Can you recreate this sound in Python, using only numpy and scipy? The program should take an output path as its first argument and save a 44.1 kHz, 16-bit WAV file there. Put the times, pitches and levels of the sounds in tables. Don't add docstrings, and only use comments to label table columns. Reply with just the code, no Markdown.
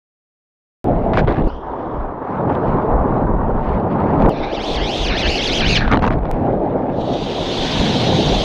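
import sys
import numpy as np
from scipy import signal
from scipy.fft import rfft, irfft, next_fast_len
from scipy.io import wavfile
from scipy.ndimage import uniform_filter1d, map_coordinates

SR = 44100
rng = np.random.default_rng(int(sys.argv[2]) if len(sys.argv) > 2 else 0)


def transcribe(u):
    v = np.clip(np.atleast_2d(u).T, -1, 1)
    q = np.round(v * 32767).astype(np.int16)
    wavfile.write(sys.argv[1], SR, q)


def invert_db(level):
    return 10 ** (np.asarray(level, dtype=float) / 20)


N = 372204

# (time [s], click peak [dB])
CUTS = [
    (0.843, -33),
    (1.4768, -39.5),
    (4.2945, -27.5),
    (6.3135, -24.5),
]
# (time [s], roar level [dB])
CHURN = [
    [(0.85, -15.5), (0.956, -19), (1.294, -16.5), (1.36, -24.5), (1.392, -17), (1.47, -22.5)],
    [(1.48, -27.5), (1.5, -34), (1.85, -23), (2.2, -28.5), (2.48, -19), (3.23, -19.5), (3.26, -24.5),
     (4.04, -19.5), (4.29, -13)],
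    [(4.3, -28), (4.3, -20), (4.67, -22.5), (5.91, -23.5), (5.93, -19), (6.31, -22)],
    [(6.32, -23), (6.4, -20), (7.13, -20), (7.18, -24), (8.35, -18), (8.44, -21)],
]
# (time [s], level over the wash [dB], rise [s], fall [s])
SHEETS = [(1.14, 9, .015, .03), (1.195, 23, 0.063, .03), (1.26, -9, .04, .015), (1.29, 7, .02, 0.11),
          (1.39, 4, .07, .04), (1.445, -30, 0.037, 0.055), (1.6, -18, 0.055, .04), (2.36, 7, 0.22, 0.15),
          (2.5, 8.5, .015, 0.24), (2.7, 6, 0.12, 0.31), (3.72, 9, 0.23, .1), (3.91, 6.5, .015, 0.63),
          (4.24, 8.5, 0.084, 0.032), (5.45, -23, 0.6, 0.76), (5.935, 14, .1, .04), (6.05, 22, 0.074, 0.04),
          (6.125, 16, .03, .05), (6.27, 6, 0.047, 0.17), (7.8, 14.5, 0.75, 0.73)]
MIDDLING_DB = -21


def unit(x):
    return x / np.sqrt(np.mean(x ** 2) + 1e-20)


def along(points, hz):
    f, v = np.transpose(points)
    return np.interp(np.log(hz + 1), np.log(f + 1), v, left=-120, right=-120)


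def by_view(tables):
    t = np.arange(N) / SR
    view = np.clip(np.searchsorted([s for s, _ in CUTS], t) - 1, 0, None)
    columns = []
    for rows in tables:
        times, *values = np.transpose(rows)
        columns.append([np.interp(t, times, v) for v in values])
    chosen = np.choose(view, np.array(columns))
    return uniform_filter1d(uniform_filter1d(chosen, size=70), size=70)


def faded(rows):
    first, last = rows[0], rows[-1]
    return [(first[0] - .1, -90, *first[2:])] + rows + [(last[0] + .1, -90, *last[2:])]


def swells(rows):
    t = np.arange(0, N / SR, .001)
    total = 0
    for s, height, rise, fall in rows:
        away = np.where(t < s, (s - t) / rise, (t - s) / fall)
        total = total + height * np.cos(np.pi / 2 * np.clip(away, 0, 1)) ** 2
    return np.interp(np.arange(N) / SR, t, total)


def wobble(rate_hz):
    knots = rng.standard_normal(int(N * rate_hz / SR) + 4)
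    return map_coordinates(knots, [np.arange(N) * rate_hz / SR])


def coloured(x, spectrum):
    m = next_fast_len(N + 8192)
    gain = invert_db(along(spectrum, np.fft.rfftfreq(m, 1 / SR)))
    return irfft(rfft(x, m) * gain, m)[:N]


def rush(spectrum, patchy_db):
    z = signal.stft(rng.standard_normal(N), nperseg=512)[2]
    field = uniform_filter1d(rng.standard_normal(z.shape), size=4, axis=0)
    field = uniform_filter1d(field, size=8, axis=1)
    patchy = signal.istft(z * invert_db(patchy_db * unit(field)), nperseg=512)[1][:N]
    return unit(coloured(patchy, spectrum))


def layer_levels_db():
    # (thud [dB], heave [dB], upper edge [dB], wash [dB], fizz over the foam [dB])
    view_levels = [
        (-17.5, -23.5, -32.5, -47.5, -12),
        (-35, -24.5, -27.5, -50.5, -29.5),
        (-31.5, -26, -33.5, -52.5, -14.5),
        (-35, -25.5, -35, -48.5, -14),
    ]
    return by_view([[(0, *row)] for row in view_levels])


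def housing():
    # (frequency [Hz], density [dB/Hz])
    thud_spectrum = [(10, -29.5), (20, 1.5), (40, -1.5), (65, -3.5), (100, -31.5)]
    heave_spectrum = [(50, -33), (80, -4), (140, -1), (220, -2), (320, -15.5)]
    roar_spectrum = [(170, -21.5), (260, -3), (500, -4.5), (800, -6.5), (950, -18), (1200, -54.5)]
    edge_spectrum = [(600, -19), (900, 4), (1150, -2), (1400, -9.5), (1800, -20), (2500, -41.5)]
    # (time [s], level over the thud [dB], rise [s], fall [s])
    buffets = [(1.375, -10.5, 0.16, .05), (1.54, 11, 0.055, 0.092), (1.93, 17.5, 0.026, 0.26),
               (2.25, -9, .1, 0.21), (2.67, 11, .03, 0.22), (2.91, 15, .08, 0.47), (3.25, 13.5, 0.1, 0.33),
               (3.74, 17, 0.45, .05), (4.27, 21.5, 0.25, 0.027), (5.2, 11, 0.64, 1),
               (5.98, 14.5, 0.53, 0.46), (6.31, 7.5, 0.087, 0.16), (6.58, 14, 0.092, 0.089),
               (7.02, 16, 0.064, .06), (7.82, 12.5, 0.46, 0.13), (8.35, 17.5, 0.14, 0.11)]
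    # (time [s], level over the heave [dB], rise [s], fall [s])
    lurches = [(1.27, 5, .1, 0.18), (1.75, -7, 0.26, 0.3), (1.93, 3.5, 0.027, .1), (2.06, -5, .08, 0.066),
               (3.3, 5.5, .3, 0.61), (4.0, 4, 0.53, 0.45), (4.62, -10, 0.47, 0.2), (5.95, 10.5, 0.55, 0.48),
               (6.41, 8.5, .04, .05), (6.75, -2, 0.23, 0.11), (7.02, 1, 0.088, 0.037),
               (7.3, 1.5, .15, 0.18), (7.82, 6.5, 0.17, 0.35), (8.27, 6, 0.37, 0.045)]
    # (time [s], level [dB], rise [s], fall [s])
    pockets = [
        (1.26, -15.5, 0.013, .012),
        (5.9, -4, .04, 0.018),
        (6.01, -8.5, .02, .015),
        (6.095, -8.5, 0.01, 0.0095),
        (6.2, -7.5, 0.034, 0.065),
    ]

    thud_db, heave_db, edge_db = layer_levels_db()[:3]
    roar_db = by_view(CHURN)[0] + swells(pockets)
    excess_db = roar_db - MIDDLING_DB
    thud_db = thud_db + swells(buffets)
    heave_db = heave_db + 1.27 * excess_db + swells(lurches)
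    edge_db = edge_db + 0.56 * excess_db + 0.19 * swells(SHEETS)

    gust = wobble(14)
    thuds = unit(invert_db(3.6 * gust + 0.4 * wobble(25)) * rush(thud_spectrum, patchy_db=0.0))
    heave = unit(invert_db(1.0 * gust + 1.0 * wobble(40)) * rush(heave_spectrum, patchy_db=-0.47))
    roar = unit(invert_db(0.53 * gust + 1.1 * wobble(60)) * rush(roar_spectrum, patchy_db=1.5))
    edge = unit(invert_db(1.3 * gust + 1.8 * wobble(150)) * rush(edge_spectrum, patchy_db=1.5))
    return invert_db(thud_db) * thuds + invert_db(heave_db) * heave + invert_db(roar_db) * roar + invert_db(edge_db) * edge


def wash():
    # (frequency [Hz], density [dB/Hz])
    trickle_spectrum = [(1000, -28.5), (1500, -0.5), (2000, -4), (4000, -22), (6800, -40.5), (10000, -61),
                        (15700, -79)]
    grain = invert_db(1.1 * wobble(14) + 1.6 * wobble(200))
    level_db = layer_levels_db()[3] + 0.48 * (by_view(CHURN)[0] - MIDDLING_DB) + swells(SHEETS)
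    return invert_db(level_db) * unit(grain * rush(trickle_spectrum, patchy_db=2.0))


def foam():
    # (frequency [Hz], density [dB/Hz])
    sea_spectrum = [(700, -20), (1100, -2), (1500, 0), (2000, 0), (3300, 6), (4400, 5), (6300, 3),
                    (7500, -8), (10500, -14), (11800, -20), (12500, -14), (15600, -22)]
    leak_spectrum = [(1200, -23.5), (2000, 0), (3500, 5.5), (5500, -5), (6800, -18), (7500, -39.5)]
    # (time [s], level [dB])
    hiss_curves = [
        [(.85, -65), (1.47, -60.5)],
        [(1.48, -46), (1.57, -51), (1.64, -58), (2.0, -59.5)],
        [(4.3, -37), (4.44, -33), (4.7, -27), (5.2, -22), (5.6, -19), (5.78, -16), (5.82, -20), (5.91, -14),
         (5.955, -30), ],
        [(6.93, -53.5), (7.0, -43), (7.14, -34), (7.57, -24.5), (7.7, -23), (8.44, -22.5)],
    ]
    # (time [s], first notch [Hz])
    film_curves = [
        [(.85, 1900)],
        [(1.48, 3300), (1.53, 3800), (4.28, 3900)],
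        [(4.3, 2050), (4.51, 2020), (4.545, 2700), (4.67, 4200), (5.56, 4000), (5.72, 3200), (5.785, 2150),
         (5.83, 1950), (5.97, 1700)],
        [(6.33, 3900), (7.3, 4300)],
    ]
    # (multiple of the notch, spread power, relative width, widening when dry,
    # level [dB], gain when drowned [dB], gain when dry [dB])
    membrane = [
        (.85, 0.033, 0.061, 0.28, -4.5, 189.5, 16.5),
        (1.2, 0.41, 0.098, .7, 1, -40.5, -1),
        (1.92, .2, 0.12, 1.4, -2.5, -60.5, -10.5),
        (2.7, .1, .08, 1.5, -8.5, -120, -1),
    ]
    # (time [s], notch drop [octaves], arrival [s],
    # draining [s])
    sloshes = [(4.3, -.28, .01, .035), (4.35, .06, .03, .03), (4.42, .12, .04, .05),
               (4.475, -.07, .025, .025), (4.585, .46, .04, .095), (4.785, .85, .05, .2),
               (5.125, 1.06, .105, .125), (5.25, .9, .06, .08), (5.335, .3, .06, .06),
               (5.4, .65, .045, .05), (5.5, .58, .05, .06), (5.632, .75, .072, .083), (5.96, .36, .11, .1)]
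    # (time [s], level over the hiss [dB], rise [s], fall [s])
    spurts = [
        (4.444, 5.5, .03, .015),
        (5.27, 3.5, 0.038, .015),
        (5.765, 5.5, 0.023, 0.039),
        (5.88, 5, .02, 0.026),
        (7.014, 7, .01, .008),
        (7.14, 6, .015, 0.0066),
    ]
    # (time [s], depth [0-1], rise [s], fall [s])
    plunge = [
        (5.82, 1, .03, .5),
    ]

    hz, frame_s, z = signal.stft(rush(sea_spectrum, patchy_db=1.8), SR, nperseg=320, noverlap=280)
    t = np.arange(N) / SR
    slosh_oct = swells(sloshes)
    notch_hz = by_view(film_curves)[0] * 2 ** -slosh_oct
    ripple = 1 + .025 * np.interp(frame_s, t, wobble(45))
    frame_notch_hz = np.interp(frame_s, t, notch_hz) * ripple
    u = hz[:, None] / frame_notch_hz
    thin = frame_notch_hz / 2200
    under = swells(plunge)
    dry = np.clip(thin - 1.3, 0, None)
    drowned = np.clip(.87 - thin, 0, None) + .09 * np.interp(frame_s, t, under)

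    response = 0
    for multiple, spread, width, blur, db, boom_db, lift_db in membrane:
        c = multiple * thin ** spread
        w = width + blur * 3 * dry ** 3 + .3 * drowned
        gain = invert_db(db + boom_db * drowned + lift_db * dry)
        response = response + gain * c / (c * c - u * u + 1j * u * c * w)
    z = z * response
    z = z / np.sqrt(1 + (u / (3.2 * thin ** 1.3)) ** 8)

    share = 1 / (1 + (hz[:, None] / 5300) ** 8)
    parts = np.array([z * share, z * (1 - share)])
    power = np.sum(abs(parts) ** 2, axis=1, keepdims=True)
    parts = parts / np.sqrt(uniform_filter1d(power, size=90))
    body, fizz = signal.istft(parts, SR, nperseg=320, noverlap=280)[1][:, :N]

    level_db = by_view([faded(rows) for rows in hiss_curves])[0] + 3 * slosh_oct + swells(spurts)
    film_loss_db = 20 * np.log2(notch_hz / 4200) ** 2
    fizz_db = layer_levels_db()[4] - film_loss_db + 0.18 * np.clip(level_db - MIDDLING_DB, -15, 9)
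    leak = invert_db(-16 - 20 * under) * rush(leak_spectrum, patchy_db=1.5)
    through = unit(body) + invert_db(fizz_db - 0.2) * unit(fizz)
    return invert_db(level_db - 3.0 + 0.32 * wobble(40)) * (through + leak)


def spray():
    # (frequency [Hz], density [dB/Hz])
    slap_spectrum = [(300, -26.5), (900, 9), (2000, -3.5), (4000, -16), (7000, -50), (12000, -57)]
    top_spectrum = [(3500, -19), (5500, 20.5), (8000, 0), (12000, -31), (15600, -47)]
    # (time [s], peak
    # [dB], brightness [dB], length [ms])
    slaps = [(1.1337, -21, -37, 7.4), (1.1408, -23.5, -33, 5.2), (1.1728, -9.5, -31, 3.6),
             (1.19, -22.5, -9, 2.7), (1.203, -36, -33, 7.9), (1.2796, -25, -40, 5), (1.3677, -25, -34, 2.3),
             (1.4604, -26, -24, 1.7), (2.5512, -27, -45, 3.5), (4.0025, -25, -47, 1.9),
             (4.201, -26.5, -25, 4.5), (4.2205, -19.5, -31, 4.7), (4.2601, -25.5, -30, 4.3),
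             (5.8075, -11.5, -43, 2), (5.8782, -12.5, -43, 3.3), (5.915, -14.5, -13.5, 4.4),
             (5.9212, -19.5, -25, 24), (5.9346, -16, -27, 3.5), (5.9433, -18, -17, 4.1),
             (5.972, -15.5, -23, 4.2), (5.9917, -27, -26, 6.7), (6.0228, -18.5, -20, 4.8),
             (6.043, -24, -26, 3.3), (6.064, -19.5, -18, 4.9), (6.0751, -20.5, -22, 11.6),
             (6.1056, -22.5, -25, 4.4), (6.1864, -36, -18, 3), (6.254, -26.5, -39, 3.7)]
    # (start [s], spacing [s], drops [count], peak [dB])
    showers = [
        (1.24, .007, 2, -39),
        (1.272, .016, 4, -28),
        (1.33, .013, 8, -36),
        (1.4376, .006, 2, -40),
        (1.467, .01, 1, -39),
        (5.95, .007, 2, -23),
        (6.03, .009, 3, -20),
        (6.115, .009, 3, -30),
        (6.232, .016, 4, -40),
        (3.69, .056, 3, -38),
    ]
    bright_drop_db, drop_ms = -31.5, 6.7
    drops = []
    for s, gap_s, count, db in showers:
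        for k in range(count):
            time_s = s + gap_s * (k + rng.uniform(-0.11, 0.14))
            drops.append((time_s, db - rng.normal(), bright_drop_db, drop_ms))

    t = np.arange(SR // 25) / SR
    body, top = np.zeros(N), np.zeros(N)
    for s, db, bright_db, ms in slaps + drops:
        shape = (1 - np.exp(-t / 0.00061)) * np.exp(-(t / (0.00072 * ms)) ** 2)
        start = round(s * SR)
        body[start:][:len(t)] += invert_db(db) * shape
        top[start:][:len(t)] += invert_db(db + bright_db) * shape
    dull = invert_db(5.5) * body * rush(slap_spectrum, patchy_db=2.5)
    bright = invert_db(-5.5) * top * rush(top_spectrum, patchy_db=5.0)
    return dull + bright


def scene():
    return (housing() + wash() + foam() + spray())[None]


def roll_off(x):
    return signal.sosfilt(signal.butter(12, 15730, fs=SR, output="sos"), x)


def record(dry):
    # (time [s], click peak [dB])
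    ticks = [
        (2.5477, -47),
    ]
    t = np.arange(N) / SR
    x = dry / (1 + np.abs(dry / .93) ** 8) ** (1 / 8)
    x = x * np.clip((t - CUTS[0][0]) / .001, 0, 1)
    for s, db in CUTS + ticks:
        x = x + (t >= s) * invert_db(db + 10.0) * np.exp(-np.abs(t - s) / 0.0012)
    return roll_off(x)


dry = scene()
out = record(dry)
transcribe(out)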